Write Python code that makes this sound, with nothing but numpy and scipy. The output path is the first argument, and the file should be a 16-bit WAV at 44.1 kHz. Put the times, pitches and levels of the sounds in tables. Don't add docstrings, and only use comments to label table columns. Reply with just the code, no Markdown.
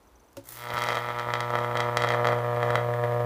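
import sys
import numpy as np
from scipy import signal
from scipy.fft import rfft, irfft
from scipy.io import wavfile
from scipy.ndimage import uniform_filter1d

SR = 44100
rng = np.random.default_rng(int(sys.argv[2]) if len(sys.argv) > 2 else 0)


def linear_from_db(decibels):
    return 10 ** (np.asarray(decibels, float) / 20)


def materialize(psi):
    bounded = np.clip(np.atleast_2d(psi).T, -1, 1)
    quanta = np.round(bounded * 32767).astype(np.int16)
    wavfile.write(sys.argv[1], SR, quanta)


N = 143325
t = np.arange(N) / SR
MAINS_HZ = 60
START_S, STRIKE_S = 0.44, 0.00425
CLIMB_FROM_S, CLIMB_TO_S = 1.4, 3.23
SNAP_LAG_S, SNAP_DB = 0.001, 6.5
TAP_S, BRUSH_S, LIFT_S = 0.369, 0.33, 0.398
THUMP_S, THUMP_HZ, THUMP_MS = 0.737, 116, 8

# t/s, level/dB, width/ms, unrest/dB
ARC_GROWTH = [(.44, -53, 0.048, -3), (.55, -29.5, 0.012, -21), (.66, -25.5, 0.084, -5.5),
              (.76, -18, 0.079, -14.5), (.93, -16.5, 0.082, -4), (1.0, -21, 0.097, -11.5),
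              (1.45, -18.5, 0.13, -26.5), (1.57, -16.5, 0.15, -12.5), (1.7, -17, 0.18, -17.5),
              (1.8, -17, 0.16, -8.5), (1.9, -16.5, 0.17, -24.5), (2.12, -16.5, 0.17, -7),
              (2.18, -15, 0.18, -18.5), (2.28, -14, 0.21, -11.5), (2.45, -17.5, 0.2, -17.5),
              (2.72, -15, 0.19, -11), (2.85, -18, 0.21, -16.5), (3.25, -17.5, 0.23, -19)]
# t/s, extra level/dB, bite/dB
SURGES = [(0.504, 0, -0.6), (0.571, 3.5, -10), (0.687, 1.5, 1.5), (0.721, 2.9, -14), (0.754, 3, -6),
          (0.779, 4, 5.5), (0.937, -3, -1), (1.104, 5, 2), (1.196, 3.5, 11), (1.204, 4.5, 5),
          (1.271, 4, -7), (1.287, 4.5, -1), (1.304, 7, 4), (1.354, 7.5, 10), (1.371, 2.6, -4),
          (1.537, 5.5, 2), (1.637, 2, 2), (1.646, 1, 5), (1.654, 0.5, -1.5), (1.712, -0.5, 4),
          (1.762, 3.9, 2), (1.812, 0, 4.1), (1.887, 5, 2.5), (1.979, -0.5, 17), (2.004, 1.5, 9),
          (2.046, 3.5, 8.5), (2.121, 5.5, 4.7), (2.129, 1, 1), (2.137, 4, 7), (2.146, 0.5, 6),
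          (2.246, -2.5, 11), (2.254, 2.3, 7.5), (2.287, 2.5, 9), (2.321, -1.2, 7.5), (2.329, 2, 4.4),
          (2.387, 0.5, 6), (2.404, 4, -1), (2.512, 0, 2.5), (2.546, -2, 2.5), (2.562, -3.5, 4.5),
          (2.612, -2, 1), (2.629, 1.5, 7), (2.662, 2, -2), (2.771, -4, 7), (2.812, 1, -0.5),
          (2.887, 3.1, -0.5), (2.921, 1.5, -1), (2.937, -0.2, 7.7), (2.962, -1, 2), (3.037, 3.7, 5),
          (3.046, 2.5, 4), (3.054, 3.5, 2), (3.112, 0.5, 4), (3.121, 3.3, 3), (3.196, 1, 2),
          (3.204, 4.3, -0.5)]
# t/s, delay/ms, gain/1
WALL_ECHO = [
    (.44, 1.51, 0.29),
    (1.3, 1.596, 0.32),
    (1.9, 1.65, 0.36),
    (2.45, 1.67, 0.68),
    (3.0, 1.7, 0.83),
]
# f/Hz, width/Hz, gain arc low/1, gain arc high/1
STRIKE_BANDS = [(480, 100, -0.07, 0.32), (597, 81, 0.04, 0.45), (737, 90, -0.27, 0.43),
                (828, 85, -0.24, -0.53), (970, 80, .35, 0.046), (1220, 100, 0.61, 0.15),
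                (1307, 120, 0.33, -0.57), (1565, 300, -0.39, -0.51), (1766, 145, 0.19, 0.93),
                (2050, 300, 0.02, -0.44)]
# t/s, peak level/dB, width/ms
SNAPS = [(0.703, -24.5, 0.057), (0.7691, -22.5, 0.063), (0.7868, -23.5, 0.036), (0.8191, -20, 0.025),
         (0.8371, -17.5, 0.016), (0.8689, -23, 0.062), (0.8865, -18, 0.025), (0.9033, -22.5, 0.062),
         (0.92, -23.5, 0.05), (0.9525, -22, 0.019), (0.97, -21, 0.058), (1.0865, -24.5, 0.068),
         (1.1867, -27, 0.034), (1.3368, -16.5, 0.043), (1.4045, -19, 0.031), (1.5035, -23, 0.097),
         (1.5534, -19, 0.073), (1.5868, -23, 0.075), (1.7534, -21.5, 0.091), (1.7707, -19, 0.045),
         (1.8033, -16, 0.044), (1.9702, -11.5, 0.026), (2.0203, -18, 0.041), (2.0368, -18, 0.066),
         (2.0713, -23, 0.064), (2.0873, -19.5, 0.04), (2.1034, -20, 0.051), (2.2703, -18, 0.044),
         (2.704, -19, 0.098), (2.7544, -13, 0.078)]
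# t/s, level/dB
SIZZLE_LEVEL = [
    (0.42, -66),
    (0.476, -47.5),
    (0.528, -40),
    (0.732, -62.5),
    (0.738, -42),
    (0.75, -53),
    (0.894, -55),
    (1.1, -65),
]
# f/Hz, level per Hz/dB
SIZZLE_COLOUR = [(180, -36), (300, 2), (484, -8.5), (2100, -4.5), (2560, -37), (3230, -12), (15500, -1.5)]
# delay/ms, gain/1
REPEATS = [(2.7, -0.18), (3.35, 0.11), (4.9, -0.12), (6.0, 0.14), (7.9, -0.059)]
# f/Hz, width/Hz, gain/1
MICROPHONE = [(129, 40, 0.00061), (291.6, 620, -0.68), (590, 650, 0.32), (999, 170, 0.93),
              (1276, 310, 0.11), (1520, 300, 0.5), (1990, 470, 1), (2507, 790, -0.89), (3320, 194, 0.86)]
# f/Hz, level/dB, T60/s
ROD_MODES = [(107, -10, 0.3), (276, -7, 0.22), (344, -5.5, 0.15), (555, 1, 0.13), (915, -12, 0.064),
             (2500, -19.5, 0.061), (5330, -16, 0.044), (9850, -23, 0.14), (10400, -28.5, .1)]
# multiple of mains/1, level over the load/dB, phase/turns
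HUM_PARTIALS = [(2, 1.9, 0.055), (3, -24.5, 0.23)]
# t/s, level/dB
CORE_LOAD = [
    (0.44, -64),
    (0.74, -43),
    (1.23, -44),
    (1.29, -40),
    (2.21, -36),
    (3.23, -33.5),
    (3.25, -31),
]
# f/Hz, level per Hz/dB
AIR_COLOUR = [(25, -28), (59, 0), (95, -16), (150, -14.5), (520, -13.5), (1050, -17), (2000, -29),
              (15500, -50)]
# f/Hz, level per Hz/dB
HISS_COLOUR = [(2500, 14), (3200, 10), (5600, 0), (10000, 0), (15500, 6)]


def arc():
    half_cycle = np.arange(int(START_S * 2 * MAINS_HZ), int(N / SR * 2 * MAINS_HZ))
    s = half_cycle / (2 * MAINS_HZ) + STRIKE_S
    odd = half_cycle % 2 == 1
    wander, flicker = rng.standard_normal((2, len(s)))
    at, extra_db, bite_db = np.array(SURGES).T
    struck = (at * 2 * MAINS_HZ).astype(int) - half_cycle[0]
    extra_db = np.bincount(struck, extra_db, len(s))
    bite_db = np.bincount(struck, bite_db, len(s))
    db = curve(ARC_GROWTH, 1, s) + extra_db
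    width_ms = curve(ARC_GROWTH, 2, s) * linear_from_db(-0.33 * bite_db)
    unrest = curve(ARC_GROWTH, 3, s)
    outburst = np.minimum(rng.exponential(size=len(s)), 1.5)
    crackle_db = db + unrest + 5.6 * outburst - 1.2 * odd + 0.9 * bite_db

    even = even_strikes(s, odd, db, width_ms, wander)
    rough = crackle(s, crackle_db, width_ms, wander, flicker) + snaps()
    rough = rough + fizz(s, crackle_db) + roar(s, db, unrest, flicker)
    in_room = room(even, tail_db=-18.5) + room(rough, tail_db=-12)
    return in_room, sizzle(s, odd, wander) + snap_cracks()


def even_strikes(s, odd, db, width_ms, wander):
    jitter_s = 0.022 / 1000 * rng.standard_normal(len(s))
    scatter_db = 0.7 * rng.standard_normal(len(s))
    drift_db = 1.97 * uniform_filter1d(wander, size=5)
    level_db = db + scatter_db + drift_db + 1.18 * odd
    width_ms = width_ms * np.exp(0.06 * rng.standard_normal(len(s)))
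    wall_gain = curve(WALL_ECHO, 2, s)[:, None]
    x = dips(s + jitter_s, level_db, width_ms, curve(WALL_ECHO, 1, s), wall_gain)
    height = climb(t)
    return x + sum((low + (high - low) * height) * band(x, hz, w) for hz, w, low, high in STRIKE_BANDS)


def crackle(s, level_db, width_ms, wander, flicker):
    late_s = 0.00026 + 0.000331 * wander
    return dips(s + late_s, level_db, 0.57 * width_ms * np.exp(0.16 * flicker))


def snaps():
    when, peak_db, ms = np.array(SNAPS).T
    sharp = dips(when + SNAP_LAG_S, peak_db + SNAP_DB, ms)
    return sharp + dips(when + SNAP_LAG_S, peak_db + SNAP_DB - 11.5, np.full(len(ms), 0.044))


def fizz(s, crackle_db):
    when, peak_db, _ = np.array(SNAPS).T
    levels_db = np.r_[peak_db + SNAP_DB, crackle_db] - 25
    return puffs(np.r_[when, s], levels_db, ms=0.77) * rng.standard_normal(N)


def roar(s, db, unrest, flicker):
    level_db = db - 26 - 6.5 * climb(s) + 0.39 * unrest + 3 * flicker
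    colour = [(250, -25), (500, 0), (1510, 0), (5000, -18), (15500, -36)]
    return puffs(s, level_db, ms=3.4) * noise(colour)


def sizzle(s, odd, wander):
    end_s = SIZZLE_LEVEL[-1][0]
    early = s < end_s
    burst_db = curve(SIZZLE_LEVEL, 1, s) + 5 - 14 * odd + 3.7 * wander
    bursts = puffs(s[early], burst_db[early], ms=1.8)
    bed = linear_from_db(curve(SIZZLE_LEVEL, 1, t) - 6.5) * (t > START_S) * (t < end_s)
    return (bursts + bed) * noise(SIZZLE_COLOUR)


def snap_cracks():
    when, peak_db, ms = np.array(SNAPS).T
    edges = puffs(when + SNAP_LAG_S, peak_db - 16 - 150 * ms, ms=0.23)
    return edges * noise([(3000, -25), (9000, -8), (15500, 6)])


def climb(s):
    return np.clip((s - CLIMB_FROM_S) / (CLIMB_TO_S - CLIMB_FROM_S), 0, 1)


def dips(times, db, width_ms, wall_ms=1.553, wall_gain=0.7):
    w = np.clip(width_ms, 0.02, 0.4)[:, None] / 1000

    def dip(s):
        return -linear_from_db(db)[:, None] * (s / w / 2) ** 3 * np.exp(3 - 1.5 * s / w)

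    direct = place(times, dip, size=160)
    return direct + place(times + wall_ms / 1000, lambda s: wall_gain * dip(s), size=160)


def room(x, tail_db):
    near = x + sum(g * np.interp(t - ms / 1000, t, x, left=0) for ms, g in REPEATS)
    s = t[:SR // 3]
    tail = rng.standard_normal(len(s)) * linear_from_db(-60 * s / 0.3)
    tail = tail * np.clip(s / 0.016, 0, 1)
    tail = signal.lfilter(*signal.butter(1, [400, 4830], "band", fs=SR), tail)
    tail = tail / np.sqrt(np.sum(tail ** 2))
    return near + linear_from_db(tail_db) * signal.fftconvolve(x, tail)[:N]


def microphone(x):
    x = signal.sosfilt(signal.butter(2, 121, "high", fs=SR, output="sos"), x)
    x = signal.lfilter(*signal.butter(1, 6200, fs=SR), x)
    return x + sum(g * band(x, hz, w) for hz, w, g in MICROPHONE)


def tap():
    s = np.maximum(t - TAP_S, 0)
    ring = sum(linear_from_db(db - 60 * s / t60) * np.sin(2 * np.pi * hz * s) for hz, db, t60 in ROD_MODES)
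    ring = ring * (1 - np.exp(-s / 0.0065))
    ring = ring * linear_from_db(-4 * np.clip((t - LIFT_S) / 0.004, 0, 1))
    tick_fade = np.exp(-s / 0.0028) + 0.21 * np.exp(-s / 0.028)
    tick = (t > TAP_S) * tick_fade * noise([(1000, 2.5), (7000, -3), (11000, -10), (15500, -8)])
    brush_fade = (t > BRUSH_S) * np.exp(-np.maximum(t - BRUSH_S, 0) / 0.002)
    brush = brush_fade * noise([(2000, -10), (8000, -6), (15500, -6)])
    return linear_from_db(-31) * ring + linear_from_db(-37) * (tick + linear_from_db(-17) * brush)


def hum():
    load = linear_from_db(curve(CORE_LOAD, 1, t)) * (t > START_S) * np.sqrt(2)
    core = sum(linear_from_db(db) * np.sin(2 * np.pi * (m * MAINS_HZ * t + turns)) for m, db, turns in HUM_PARTIALS)
    thump = puffs(np.array([THUMP_S]), np.array([-34.5]), THUMP_MS / 2)
    thump = thump * np.cos(2 * np.pi * THUMP_HZ * (t - THUMP_S - THUMP_MS / 1000))
    waver = 1 + 0.65 * noise([(1, -2), (15, -8), (40, -7)])
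    idle = linear_from_db(-64) * waver * np.sin(2 * np.pi * MAINS_HZ * t)
    return thump + load * core + idle


def air():
    beats = np.arange(0.028, N / SR, 1 / 23.8)
    chirp = puffs(beats, -71 + 3.1 * rng.standard_normal(len(beats)), ms=4)
    chirp = chirp * noise([(6200 * 0.8, -25), (6200, 0), (6200 * 1.06, -25)])
    hiss = noise([(600, -46.5), *HISS_COLOUR]) * np.clip((t - START_S) / 0.14, 0, 1)
    return linear_from_db(-58.5) * noise(AIR_COLOUR) + chirp + linear_from_db(-53.5) * hiss


def curve(table, col, s):
    points = np.array(table)
    return np.interp(s, points[:, 0], points[:, col])


def noise(colour):
    hz, db = np.array(colour).T
    f = np.maximum(np.arange(N // 2 + 1) * SR / N, 1)
    gain = linear_from_db(np.interp(np.log(f), np.log(hz), db))
    x = irfft(rfft(rng.standard_normal(N)) * gain, N)
    return x / x.std()


def band(x, hz, width):
    return signal.lfilter(*signal.iirpeak(hz, hz / width, fs=SR), x)


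def place(times, shape, size):
    at = (times * SR).astype(int)[:, None] + np.arange(size)
    pulses = shape(np.maximum(at / SR - times[:, None], 0))
    return np.bincount(at.ravel(), pulses.ravel(), N + size)[:N]


def puffs(times, db, ms):
    return place(times, lambda s: linear_from_db(db)[:, None] * s * 1000 / ms * np.exp(1 - s * 1000 / ms), size=640)


def scene():
    strikes, bright = arc()
    return (microphone(strikes) + bright + tap() + hum() + air())[None]


def low_pass(x):
    return signal.sosfilt(signal.butter(12, 16520, fs=SR, output="sos"), x)


def record(dry):
    mix = signal.sosfilt(signal.ellip(6, 0.2, 24, 15400, fs=SR, output="sos"), dry)
    return low_pass(mix)


dry = scene()
out = record(dry)
materialize(out)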